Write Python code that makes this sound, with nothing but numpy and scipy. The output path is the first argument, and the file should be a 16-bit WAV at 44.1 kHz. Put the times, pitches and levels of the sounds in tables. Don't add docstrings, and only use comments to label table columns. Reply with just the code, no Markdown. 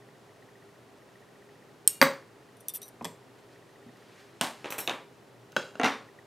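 import sys
import numpy as np
from scipy import signal
from scipy.fft import rfft, irfft, next_fast_len
from scipy.io import wavfile

SR = 44100
rng = np.random.default_rng(int(sys.argv[2]) if len(sys.argv) > 2 else 0)


def unload_wav(signal):
    wavfile.write(
        sys.argv[1],
        SR,
        np.round(np.clip(np.atleast_2d(signal).T, -1, 1) * 32767).astype(np.int16),
    )


def linear_from_db(decibels):
    return 10 ** (np.asarray(decibels, float) / 20)


N = 276154

# [f/Hz, density/(dB per Hz)]
HUSH_MID = [(35, -57.5), (60, -35.5), (112, -6), (242, -10), (394, -7), (533, -9.5), (1800, -20.5),
            (15500, -39)]
HUSH_SIDE = [(15, -37), (25, -20), (287, -2), (598, -5), (1870, -13.5), (9020, -30.5), (11800, -35.5),
             (16400, -49)]
# [f/Hz, width/Hz, level/dB rms]
DRONES = [(124, 12, -68.5), (265, 8.7, -76), (337, 12, -76), (403.8, 24.95, -64)]
# [f/Hz, density/(dB per Hz)]
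RUMBLE = [(15, -13), (30, -7), (70, 2.5), (100, -35.5)]
# [t/s, first tick level/dB peak, length/s]
HUNTS = [
    (0, -54, .2),
    (.28, -58, .1),
    (.41, -52.5, .37),
    (1.0, -52, .72),
    (1.95, -55.5, .5),
    (2.411, -57.5, .5),
    (3.15, -57, .4),
    (3.547, -53.5, .85),
    (5.198, -59.5, .45),
]
# [t/s, level/dB peak]
LATE_TICKS = [
    (6.086, -49),
    (6.186, -45),
]

CLINK = [
    (1.8756, 1.5, -12, -31),
]
CLINK_MODES = [(1900, 900, -36), (3150, 110, -13), (4230, 110, -13), (5460, 100, -9), (6800, 170, -16),
               (8280, 140, 2), (9720, 190, 0), (10600, 2500, -24), (11600, 200, -9), (12700, 250, -2),
               (14800, 300, -20)]
CLINK_CROWD = [(290, -65.5), (500, -33), (2840, -15.5), (4600, -17), (7340, -11), (9540, -5.5),
               (13200, -17.5), (16400, -35)]
CLINK_RING = [(2390, -26, .7), (2832, -22, .7), (3780, -27, .6), (4398, -25, .7), (5475, -12, .2),
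              (6815, -15, .22), (8301, -4, .11), (8489, -8, .2), (8985, -7, .13), (9722, -9, .18),
              (11520, -4, .12), (11860, -11, .25), (12760, -11, .2), (13360, -9, .15)]
KNOCK = [
    (2.0148, 0.2, -10.5, -30.5),
    (2.0178, -7.5, -23.5, -44.5),
]
KNOCK_MODES = [(263.8, 57, 0), (546.6, 9.2, 9), (914, 74, -2.5), (1126, 100, -3), (1644, 184, -0.5),
               (2280, 180, -5.5), (4665, 170, -4.5), (5625, 410, -13), (6317, 1200, -20), (8470, 170, -28),
               (8600, 230, -25), (11500, 300, -18)]
KNOCK_CROWD = [(71, -51.5), (150, -4.5), (561, -10), (1640, -3.5), (3200, -18), (6300, -22), (10000, -37.5),
               (16400, -33)]
KNOCK_RING = [(3865, -5, .2), (4393, -20, .3), (6040, -24, .25), (7913, -20, .25), (8419, -7, .22),
              (8930, -10, .1), (10320, -1, .085), (11710, -8, .13), (11850, -23, .2), (12640, -6, .086),
              (13360, -15, .12), (14880, -3, .08)]
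REBOUND = [
    (2.025, -1.5, 0, -23.5),
]
REBOUND_MODES = [(259, 35, 0), (568.4, 45, 1.5), (1170, 150, -11), (1576, 150, -3), (2030, 120, -4.5),
                 (2470, 200, -10), (3313, 150, -11), (3900, 170, -9.5), (5200, 300, -29), (6170, 200, -29),
                 (8350, 100, -26)]
JINGLE = [
    (2.568, -57, -8, -2),
    (2.603, -49, -12, -12),
    (2.607, -45.5, -15, -9),
    (2.611, -56, -12, -20),
    (2.6839, -17.5, -1, -22),
    (2.6927, -28.5, -28, -8.5),
    (2.699, -30, -24, -15),
]
JINGLE_MODES = [(3340, 250, -15), (5960, 130, -2), (9000, 630, -8.5), (9700, 410, -3), (11040, 250, -13),
                (13000, 160, 3.5)]
JINGLE_CROWD = [(1470, -36), (2500, -18), (5110, -18), (5800, -10), (6420, -18), (12400, -5),
                (15400, -30.5), (16400, -54.5)]
JINGLE_RING = [(3591, -6, .07), (4404, -21, .12), (4867, -22, .14), (5588, -12, .09), (5950, -10, .06),
               (7714, -14, .075), (8926, -11, .16), (9189, -1, .038), (9733, -10, .064), (10170, -14, .09),
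               (10320, -13, .15), (10920, -12, .062), (11850, -17, .08), (12810, -9, .066)]
# [t/s, level/dB peak]; clear modes (columns as above)
CHATTER_CONTOUR = [
    (2.7395, -32),
    (2.748, -27.5),
    (2.757, -29),
    (2.768, -34),
    (2.777, -42),
]
CHATTER_MODES = [(3470, 120, -21), (5570, 110, -16), (7790, 22, -7), (8560, 26, -2.5), (9160, 51, -15),
                 (10300, 90, -7), (10306, 28, -8), (10800, 37, -11), (12100, 86, 3), (12900, 150, -19),
                 (14100, 50, -23), (14900, 37, -22)]
CLOSING = [
    (2.8171, -33, -13, -12.5),
    (2.829, -33, -9, -10),
    (2.846, -48, 0, -25),
    (2.856, -42, 0, -16),
    (2.864, -47, 0, -25),
    (2.872, -49, -3, -27),
    (2.88, -39, 0, -28),
    (2.8865, -40, 0, -27),
]
CLOSING_MODES = [(3630, 170, -7), (5800, 170, -6), (8570, 200, -5), (9100, 200, -2), (10600, 200, -8),
                 (12100, 200, -8), (12860, 150, 8)]
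CLOSING_RING = [(3850, -7, 0.13), (4420, -15, 0.14), (5750, -2, 0.093), (6045, -6.5, 0.14),
                (8250, -14, 0.17), (9230, -13, 0.23), (10440, -12, .05), (10910, -17, .2), (12090, -6, .05),
                (12830, -17, .15)]
BUMP = [
    (3.0095, -32.5, 27),
    (3.015, -28, 12.5),
    (3.024, -34.5, -10),
    (3.862, -41, -18),
    (3.883, -49, -19),
]
BUMP_MODES = [(237, 15, 4), (797, 55, -14.5), (996, 110, -13)]
BUMP_CROWD = [(59, -43), (100, -1.5), (260, -4.5), (633, -17), (1000, -22), (1440, -35), (2500, -35),
              (3250, -68)]
TAP = [
    (3.0234, -43, -3),
    (3.0448, -20.5, 0),
    (3.0516, -21, -15),
]
TAP_MODES = [(234, 40, -4.5), (934, 167, 3), (1790, 140, -9), (3370, 120, -4.5), (5140, 116, -3.5),
             (5980, 140, -6), (7480, 150, -8), (8270, 270, -5.5), (11300, 230, -17.5), (13000, 300, -11)]
TAP_CROWD = [(88, -13), (150, -1), (1010, -8), (1430, -22), (1820, -8), (6510, -15), (12400, -13.5),
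             (16400, -41)]
SETTLING = [
    (3.972, -52, 6),
    (4.42, -38, -9),
    (4.431, -35, -3),
    (4.4365, -33, 0),
    (4.4425, -37, 1),
    (4.4445, -42, 0),
    (4.4478, -43, 0),
    (4.456, -42, 0),
    (4.4665, -37, -3),
]
SETTLING_MODES = [(4800, 900, -3), (6830, 830, -0.5), (8800, 1200, -4), (13000, 1500, -10)]
SET_DOWN = [
    (4.4119, -5.5, 2.5),
    (4.4165, -13.5, -19),
    (4.424, -39, -39),
    (4.4428, -23, -26),
]
SET_DOWN_MODES = [(250, 20, 20), (703, 76, -8), (1480, 180, 10), (2870, 440, 5.5), (7050, 870, -34),
                  (8600, 1100, -6), (13000, 2500, -33)]
SET_DOWN_CROWD = [(71, -58), (237, 2), (450, -13), (675, 0.5), (1540, -7), (2900, -9.5), (13100, -24.5),
                  (16400, -52)]
TABLE = [
    (4.6445, -22.5, -29),
    (4.657, -23.5, -26),
    (4.7045, -25, -23),
    (4.7235, -21.5, -24),
    (4.782, -27, -23),
    (4.787, -26.5, -16),
    (4.791, -24.5, -14),
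]
TABLE_MODES = [(235, 23, -30), (480, 110, 11.5), (716, 47, -28.5), (2590, 210, 9), (3680, 230, -3.5),
               (6060, 460, -13)]
TABLE_CROWD = [(71, -60), (191, -5), (680, -0.5), (1890, -5.5), (3300, -9.5), (5040, -22), (12000, -26.5),
               (16400, -70)]
RATTLE = [(4.7046, -33, -10, -6), (4.7134, -38, -16, -22), (4.723, -37, -17, -2), (4.7354, -36, -14, -15),
          (4.782, -27.5, 7, -9), (4.7875, -29, 0, -20), (4.7915, -28.5, 3, -17), (4.797, -36, 0, -13),
          (4.8033, -27.5, 0, -12.5), (4.8094, -34, -14, -15), (4.8755, -40, -2, -30), (4.896, -49, -2, -30)]
RATTLE_MODES = [(6100, 150, -6), (7700, 140, 11), (10800, 150, 4), (13900, 58, -6)]
RATTLE_CROWD = [(2350, -31), (4000, -12), (5090, -18), (7650, -11), (9750, -10.5), (13200, -8),
                (15500, -23), (16400, -40)]
RATTLE_RING = [(3903, -20, .2), (5486, -12, .22), (5997, -8, .15), (6600, -16, .12), (7655, -11, .22),
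               (8450, -14, .15), (9259, -12, .12), (10330, -12, .2), (10900, -14, .12), (11770, -10, .18),
               (12840, 0, .06), (13560, -12, .1), (14850, -10, .12)]
DROP = [
    (4.8753, -12.5, 9),
    (4.8851, -29, 3),
    (4.8951, -17, 1),
    (4.906, -28, -9),
    (4.911, -25.5, 7),
    (4.926, -44, -34),
]
DROP_MODES = [(447, 40, -1), (694, 40, -1), (991, 90, -5), (1700, 120, -10), (2600, 180, 6), (2950, 200, 2),
              (3680, 200, 3), (5960, 250, -13), (6590, 250, -13)]
TUB = [
    (5.5205, -41, 2, -40),
    (5.528, -45, -15, -41),
    (5.5645, -12.5, -16, -21),
    (5.5666, -12.5, -29, -33),
    (5.7545, -30.5, -36, -42),
]
TUB_MODES = [(612, 184, -3), (960, 80, -14), (1485, 99, 5), (2774, 180, -6), (3230, 75, -11),
             (3970, 110, -13), (4720, 100, -19), (5120, 150, -17), (6310, 180, -13), (7150, 120, -21)]
TUB_CROWD = [(120, -17), (520, -13.5), (1180, -24.5), (1500, -8), (1900, -27), (2800, -25), (4400, -30.5),
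             (16400, -40)]
TUB_RING = [(1450, -2, 0.064), (2690, -5, 0.21), (3280, -5.5, 0.23), (3850, -12, 0.12), (5270, -13, 0.23),
            (6550, -21, .18)]
ROCK = [
    (5.7975, -15.5, -2),
    (5.805, -33, -1),
    (5.814, -16.5, -9.5),
]
ROCK_MODES = [(260, 15, -3.5), (460, 19, 1), (707, 30, -1.5), (1380, 73, -9), (1860, 120, -15),
              (2770, 86, -15.5), (3600, 100, -32), (4420, 88, -37), (5340, 260, -46), (6300, 300, -30),
              (8500, 110, -39), (9100, 160, -36.5)]
TUMBLE = [
    (5.8332, -14, -19, -60),
    (5.8365, -14.5, -40, -60),
    (5.844, -11.5, -10, -22),
    (5.8495, -13.5, -37, -63),
    (5.856, -17.5, -25, -60),
    (5.8605, -13, -28, -57),
    (5.8635, -19, -25, -60),
    (5.877, -23, -28, -60.5),
]
TUMBLE_MODES = [(262, 17, 0), (442, 27, -6), (755, 22, -3), (826, 78, -5.5), (1376, 68, -4.5),
                (2060, 130, -5.5), (2760, 150, -8.5), (3740, 460, -14), (6500, 680, -23)]
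TUMBLE_CROWD = [(100, -50), (257, -8.5), (343, -24), (448, -16.5), (1360, -16), (2090, -20), (5280, -30),
                (16400, -53.5)]
TUMBLE_RING = [(3640, 4, .28), (5809, -5, .3), (8533, -15, .36), (10900, -19, .3), (11630, -18, .3),
               (15160, -23, .28)]

# [f/Hz, t60/s, level/dB]
ROOM = [(117, 0.074, -1), (495, 0.29, -0.5), (2000, 0.26, -1.5), (6090, 0.28, -3.5), (14000, 0.23, -2)]
# [t of peak/s, level/dB peak, swell/s, fade/s]
RUSTLE = [
    (3.39, -63.5, 0.043, .05),
    (3.53, -63, 0.092, 0.096),
    (4.205, -57.5, 0.11, 0.12),
    (4.12, -63, 0.6, 0.6),
    (4.65, -58, .5, 0.43),
]
# [f/Hz, density/(dB per Hz)]
RUSTLE_COLOUR = [(400, -21), (1500, 10), (3800, 3), (5500, -1), (8000, -6), (14000, -17.5), (17000, -40)]


def at_hz(points, hz):
    points = np.array(points)
    return np.interp(np.log(hz + 1e-9), np.log(points[:, 0]), points[:, 1])


def coloured(spectrum, size=N):
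    fast = next_fast_len(size)
    hz = np.fft.rfftfreq(fast, 1 / SR)
    noise = irfft(rfft(rng.standard_normal(fast)) * linear_from_db(at_hz(spectrum, hz)), fast)[:size]
    return noise / noise.std()


def filtered(x, order, hz, kind="low"):
    return signal.sosfilt(signal.butter(order, hz, kind, fs=SR, output="sos"), x)


def add(out, at_s, sound):
    i = round(at_s * SR)
    out[i:i + len(sound)] += sound[:N - i]


def hush():
    out = linear_from_db(-56.5) * filtered(coloured(HUSH_MID), 2, 14500)
    for hz, width_hz, level_db in DRONES:
        peak = [(hz - 4 * width_hz, -60), (hz, 0), (hz + 4 * width_hz, -60)]
        out = out + linear_from_db(level_db) * coloured(peak)
    return out


def focus_motor():
    tick_hz, tick_s, period_s, first_s = 1887, 0.00886, 2002 / 30000, .02
    settle_db_per_s, rest_db = 6, -63.5
    out = np.zeros(N)
    t = np.arange(round(tick_s * SR)) / SR
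    tick = np.sin(2 * np.pi * tick_hz * t) * np.sin(np.pi * t / tick_s) ** 2
    at_s = np.arange(first_s, N / SR, period_s)
    hunts_db = []
    for start_s, first_db, length_s in HUNTS:
        active = (at_s >= start_s) & (at_s < start_s + length_s)
        hunts_db.append(np.where(active, first_db - settle_db_per_s * (at_s - start_s), rest_db))
    levels_db = np.max(hunts_db, axis=0) + rng.normal(0, 1.5, len(at_s))
    at_s = at_s + rng.normal(0, .0015, len(at_s))
    for s, peak_db in list(zip(at_s, levels_db)) + LATE_TICKS:
        add(out, s, linear_from_db(peak_db) * tick)
    return out


def decaying(hz, db, t60_s, length_s, signs, contact_s):
    t = np.arange(round(length_s * SR), dtype=np.float32)[:, None] / np.float32(SR)
    turn = np.float32(2 * np.pi * hz)
    fade = np.float32(np.log(1000) / t60_s)
    waves = np.sin(turn * t) * np.exp(np.maximum(-fade * t, -40))
    waves = waves * (1 - np.exp(-np.minimum(t / np.float32(contact_s), 5) ** 2))
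    return waves @ np.float32(signs * linear_from_db(db))


def ringing(ring, level_db, chance, contact_s, swell_s):
    twin_split, twin_db, swell_below_hz = .004, -14, 4600
    hz, db, t60_s = np.transpose(ring)
    db = level_db + db + chance[-len(ring):]
    hz = np.r_[hz, hz * (1 + twin_split * chance[:len(ring)])]
    t60_s = np.tile(np.clip(t60_s, .02, .7), 2)
    rise_s = np.where(hz < swell_below_hz, swell_s, contact_s)
    return decaying(hz, np.r_[db, db + twin_db], t60_s, 0.52, np.sign(chance[:len(hz)]), rise_s)


def strikes(touches, modes, crowd, ring=None, crowd_db=-3.0, crowd_t60_s=.03, contact_s=0.000043,
            sharp=False, swell_s=0.00087):
    out, count, spread_db = np.zeros((2, N)), 70, 2
    mode_hz, width_hz, mode_db = np.transpose(modes)
    mode_db = mode_db + 20 * np.log10(width_hz)
    mode_t60_s = np.log(1000) / np.pi / width_hz
    low, high = np.sqrt([crowd[0][0], crowd[-1][0]])
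    usual_db = np.mean([touch[2] for touch in touches])
    luck = rng.normal(0, 1, (len(touches), 2 * count))
    places = rng.random((len(touches), count))
    for (s, peak_db, bright_db, *share_db), chance, place in zip(touches, luck, places):
        crowd_hz = (low + (high - low) * (np.arange(count) + place) / count) ** 2
        t60_s = crowd_t60_s * (crowd_hz / 2000) ** -.4
        small_db = at_hz(crowd, crowd_hz) + 5 * np.log10(crowd_hz) - 10 * np.log10(t60_s)
        hz = np.r_[mode_hz, crowd_hz]
        db = np.r_[mode_db - mode_db.max(), small_db - small_db.max() + crowd_db]
        tilt_db = 0.21 * (bright_db - usual_db) * np.log2(hz / crowd_hz[count // 2])
        db = db + tilt_db + spread_db * chance[:len(hz)]
        signs = np.sign(chance[::-1][:len(hz)] + 9 * sharp)
        blow = decaying(hz, db, np.r_[mode_t60_s, t60_s], .1, signs, contact_s)
        add(out[0], s, linear_from_db(peak_db) * blow / np.abs(blow).max())
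        if ring:
            add(out[1], s, ringing(ring, peak_db + share_db[0], chance, contact_s, swell_s))
    return out


def tongs_in_hand():
    gap_s, jitter_s = .0036, 0.0012
    clink = strikes(CLINK, CLINK_MODES, CLINK_CROWD, CLINK_RING, crowd_db=-23.0, crowd_t60_s=.04,
                    contact_s=.00006, sharp=True, swell_s=.045)
    jingle = strikes(JINGLE, JINGLE_MODES, JINGLE_CROWD, JINGLE_RING, crowd_db=-18.0, crowd_t60_s=0.075,
                     contact_s=0.0002)
    chatter_s = np.arange(CHATTER_CONTOUR[0][0], CHATTER_CONTOUR[-1][0], gap_s)
    chatter_s = chatter_s + rng.normal(0, jitter_s, len(chatter_s))
    chatter_db = np.interp(chatter_s, *np.transpose(CHATTER_CONTOUR))
    touches = [(s, db, 0) for s, db in zip(chatter_s, chatter_db)]
    chatter = strikes(touches, CHATTER_MODES, JINGLE_CROWD, crowd_db=-15.0, crowd_t60_s=0.063,
                      contact_s=0.00024)
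    closing = strikes(CLOSING, CLOSING_MODES, JINGLE_CROWD, CLOSING_RING, crowd_db=-17.5, crowd_t60_s=0.074,
                      contact_s=0.0003)
    return clink + jingle + chatter + closing


def grain(size):
    jumps = linear_from_db(2.5 * rng.standard_normal(size // 64 + 2))
    jumps = jumps / np.sqrt(np.mean(jumps ** 2))
    return np.interp(np.arange(size) / 64, np.arange(len(jumps)), jumps)


def shiver(touches, crowd, level_db, t60_s, dull_hz, modes=(), modes_db=0.0, width_hz=50.0):
    out, t = np.zeros(N), np.arange(2 ** 14) / SR
    for s, peak_db, *_ in touches:
        envelope = linear_from_db(peak_db + level_db - 60 * t / t60_s) * np.minimum(t / 0.0035, 1)
        add(out, s, envelope * coloured(crowd, size=len(t)) * grain(len(t)))
    flicker = 0
    for hz, *_ in modes:
        flicker = flicker + signal.lfilter(*signal.iirpeak(hz, hz / width_hz, fs=SR), out + 1e-18)
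    return filtered(out + linear_from_db(modes_db) * flicker, 2, min(dull_hz, .45 * SR))


def buzzing():
    steel = shiver(CLINK, CLINK_CROWD, level_db=-37.5, t60_s=0.26, dull_hz=13950,
                   modes=CLINK_RING[4:], modes_db=7.0, width_hz=47.0)
    steel = steel + shiver(RATTLE, RATTLE_CROWD, level_db=-22.5, t60_s=0.28, dull_hz=16000,
                           modes=RATTLE_RING, modes_db=9.5, width_hz=70.0)
    tank = shiver(KNOCK[:1] + REBOUND, KNOCK_CROWD, level_db=-24.5, t60_s=0.3, dull_hz=12000)
    tank = tank + shiver(TAP, TAP_CROWD, level_db=-30.5, t60_s=0.25, dull_hz=9960,
                         modes=TAP_MODES[1:], modes_db=8.0, width_hz=90.0)
    table = shiver(SET_DOWN[:1], SET_DOWN_CROWD, level_db=-21.5, t60_s=0.34, dull_hz=15900)
    table = table + shiver(TABLE + DROP, TABLE_CROWD, level_db=-17.5, t60_s=0.3, dull_hz=7940)
    tub = shiver(TUB, TUB_CROWD, level_db=-27, t60_s=0.42, dull_hz=9100,
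                 modes=TUB_MODES[3:], modes_db=8.5, width_hz=100.0)
    tub = tub + shiver(ROCK, TUMBLE_CROWD, level_db=-18.5, t60_s=0.46, dull_hz=2550)
    tub = tub + shiver(TUMBLE, TUMBLE_CROWD, level_db=-18, t60_s=0.34, dull_hz=6170)
    return steel + tank + table + tub


def room(x):
    rise_s, side_db = 0.014, -24
    t = np.arange(SR // 2) / SR
    white, tail = rng.standard_normal((2, len(t))), 0
    for hz in 62.5 * 2 ** np.arange(9):
        edges_hz = [hz / np.sqrt(2), min(hz * np.sqrt(2), .45 * SR)]
        t60_s = at_hz(ROOM, hz)
        level_db = at_hz(np.array(ROOM)[:, ::2], hz)
        fade = linear_from_db(level_db - 60 * t / t60_s) / np.sqrt(SR * t60_s / np.log(1e6))
        tail = tail + filtered(white, 2, edges_hz, "band") * fade
    tail = tail * (1 - np.exp(-(t / rise_s) ** 2))
    return signal.fftconvolve(x[None], tail, axes=1)[:, :N] * linear_from_db(np.array([[0], [side_db]]))


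def tank_blows():
    knock = strikes(KNOCK, KNOCK_MODES, KNOCK_CROWD, KNOCK_RING, crowd_db=-19.0, crowd_t60_s=0.032,
                    contact_s=0.00026, swell_s=.02)
    rebound = strikes(REBOUND, REBOUND_MODES, KNOCK_CROWD, KNOCK_RING, crowd_db=-20.0, crowd_t60_s=0.047,
                      contact_s=0.00039, swell_s=0.019)
    bump = strikes(BUMP, BUMP_MODES, BUMP_CROWD, crowd_db=-6.5, crowd_t60_s=0.017, contact_s=0.0015)
    tap = strikes(TAP, TAP_MODES, TAP_CROWD, crowd_db=-23.5, crowd_t60_s=0.062, contact_s=0.00073)
    return knock + rebound + bump + tap


def rustle():
    t, power = np.arange(N) / SR, 0
    for s, peak_db, swell_s, fade_s in RUSTLE:
        away = np.where(t < s, (s - t) / swell_s, (t - s) / fade_s)
        power = power + linear_from_db(peak_db - 20 * away) ** 2
    return np.sqrt(power) * coloured(RUSTLE_COLOUR)


def table_blows():
    settling = strikes(SETTLING, SETTLING_MODES, RATTLE_CROWD, crowd_db=-17.0, crowd_t60_s=0.0076,
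                       contact_s=0.0001)
    set_down = strikes(SET_DOWN, SET_DOWN_MODES, SET_DOWN_CROWD, crowd_db=-12.5, crowd_t60_s=0.012,
                       contact_s=0.0001, sharp=True)
    knocks = strikes(TABLE, TABLE_MODES, TABLE_CROWD, crowd_db=-10.0, crowd_t60_s=0.009, contact_s=0.00014)
    rattle = strikes(RATTLE, RATTLE_MODES, RATTLE_CROWD, RATTLE_RING, crowd_db=2.0, crowd_t60_s=0.051)
    drop = strikes(DROP, DROP_MODES, TABLE_CROWD, crowd_db=-18.5, crowd_t60_s=0.022, contact_s=0.00036)
    return settling + set_down + knocks + rattle + drop


def tub_blows():
    knocks = strikes(TUB, TUB_MODES, TUB_CROWD, TUB_RING, crowd_db=-18.5, crowd_t60_s=0.06, contact_s=0.00027)
    rock = strikes(ROCK, ROCK_MODES, TUMBLE_CROWD, crowd_db=-18.0, crowd_t60_s=0.018, contact_s=0.00026)
    tumble = strikes(TUMBLE, TUMBLE_MODES, TUMBLE_CROWD, TUMBLE_RING, crowd_db=-20.0, crowd_t60_s=0.03,
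                     contact_s=0.0003, swell_s=.05)
    return knocks + rock + tumble


def scene():
    ring_wet, mic_low_hz = .55, 125.1
    clinks, clink_ring = tongs_in_hand()
    blows, blow_ring = tank_blows() + table_blows() + tub_blows()
    near = clinks + clink_ring + (1 - ring_wet) * blow_ring
    far = blows + ring_wet * blow_ring + buzzing()
    wet_mid, wet_side = room(linear_from_db(-16) * near + far)
    blows_mid, blows_side = filtered([near + far + wet_mid, wet_side], 3, mic_low_hz, "high")
    mid = blows_mid + hush() + linear_from_db(-83.5) * coloured(RUMBLE) + rustle() + focus_motor()
    treble = filtered(near + far, 2, 3000, "high")
    off_body = linear_from_db(-18.0) * np.roll(treble, 25)
    side = blows_side + off_body + linear_from_db(-66) * coloured(HUSH_SIDE)
    return np.array([mid + side, mid - side])


def band_limit(x):
    return signal.sosfilt(signal.butter(12, 16530, fs=SR, output="sos"), x)


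def record(dry):
    treble_end_hz = 15800
    dull = filtered(dry, 10, treble_end_hz)
    return band_limit(np.clip(dull, -1, 1))


dry = scene()
out = record(dry)
unload_wav(out)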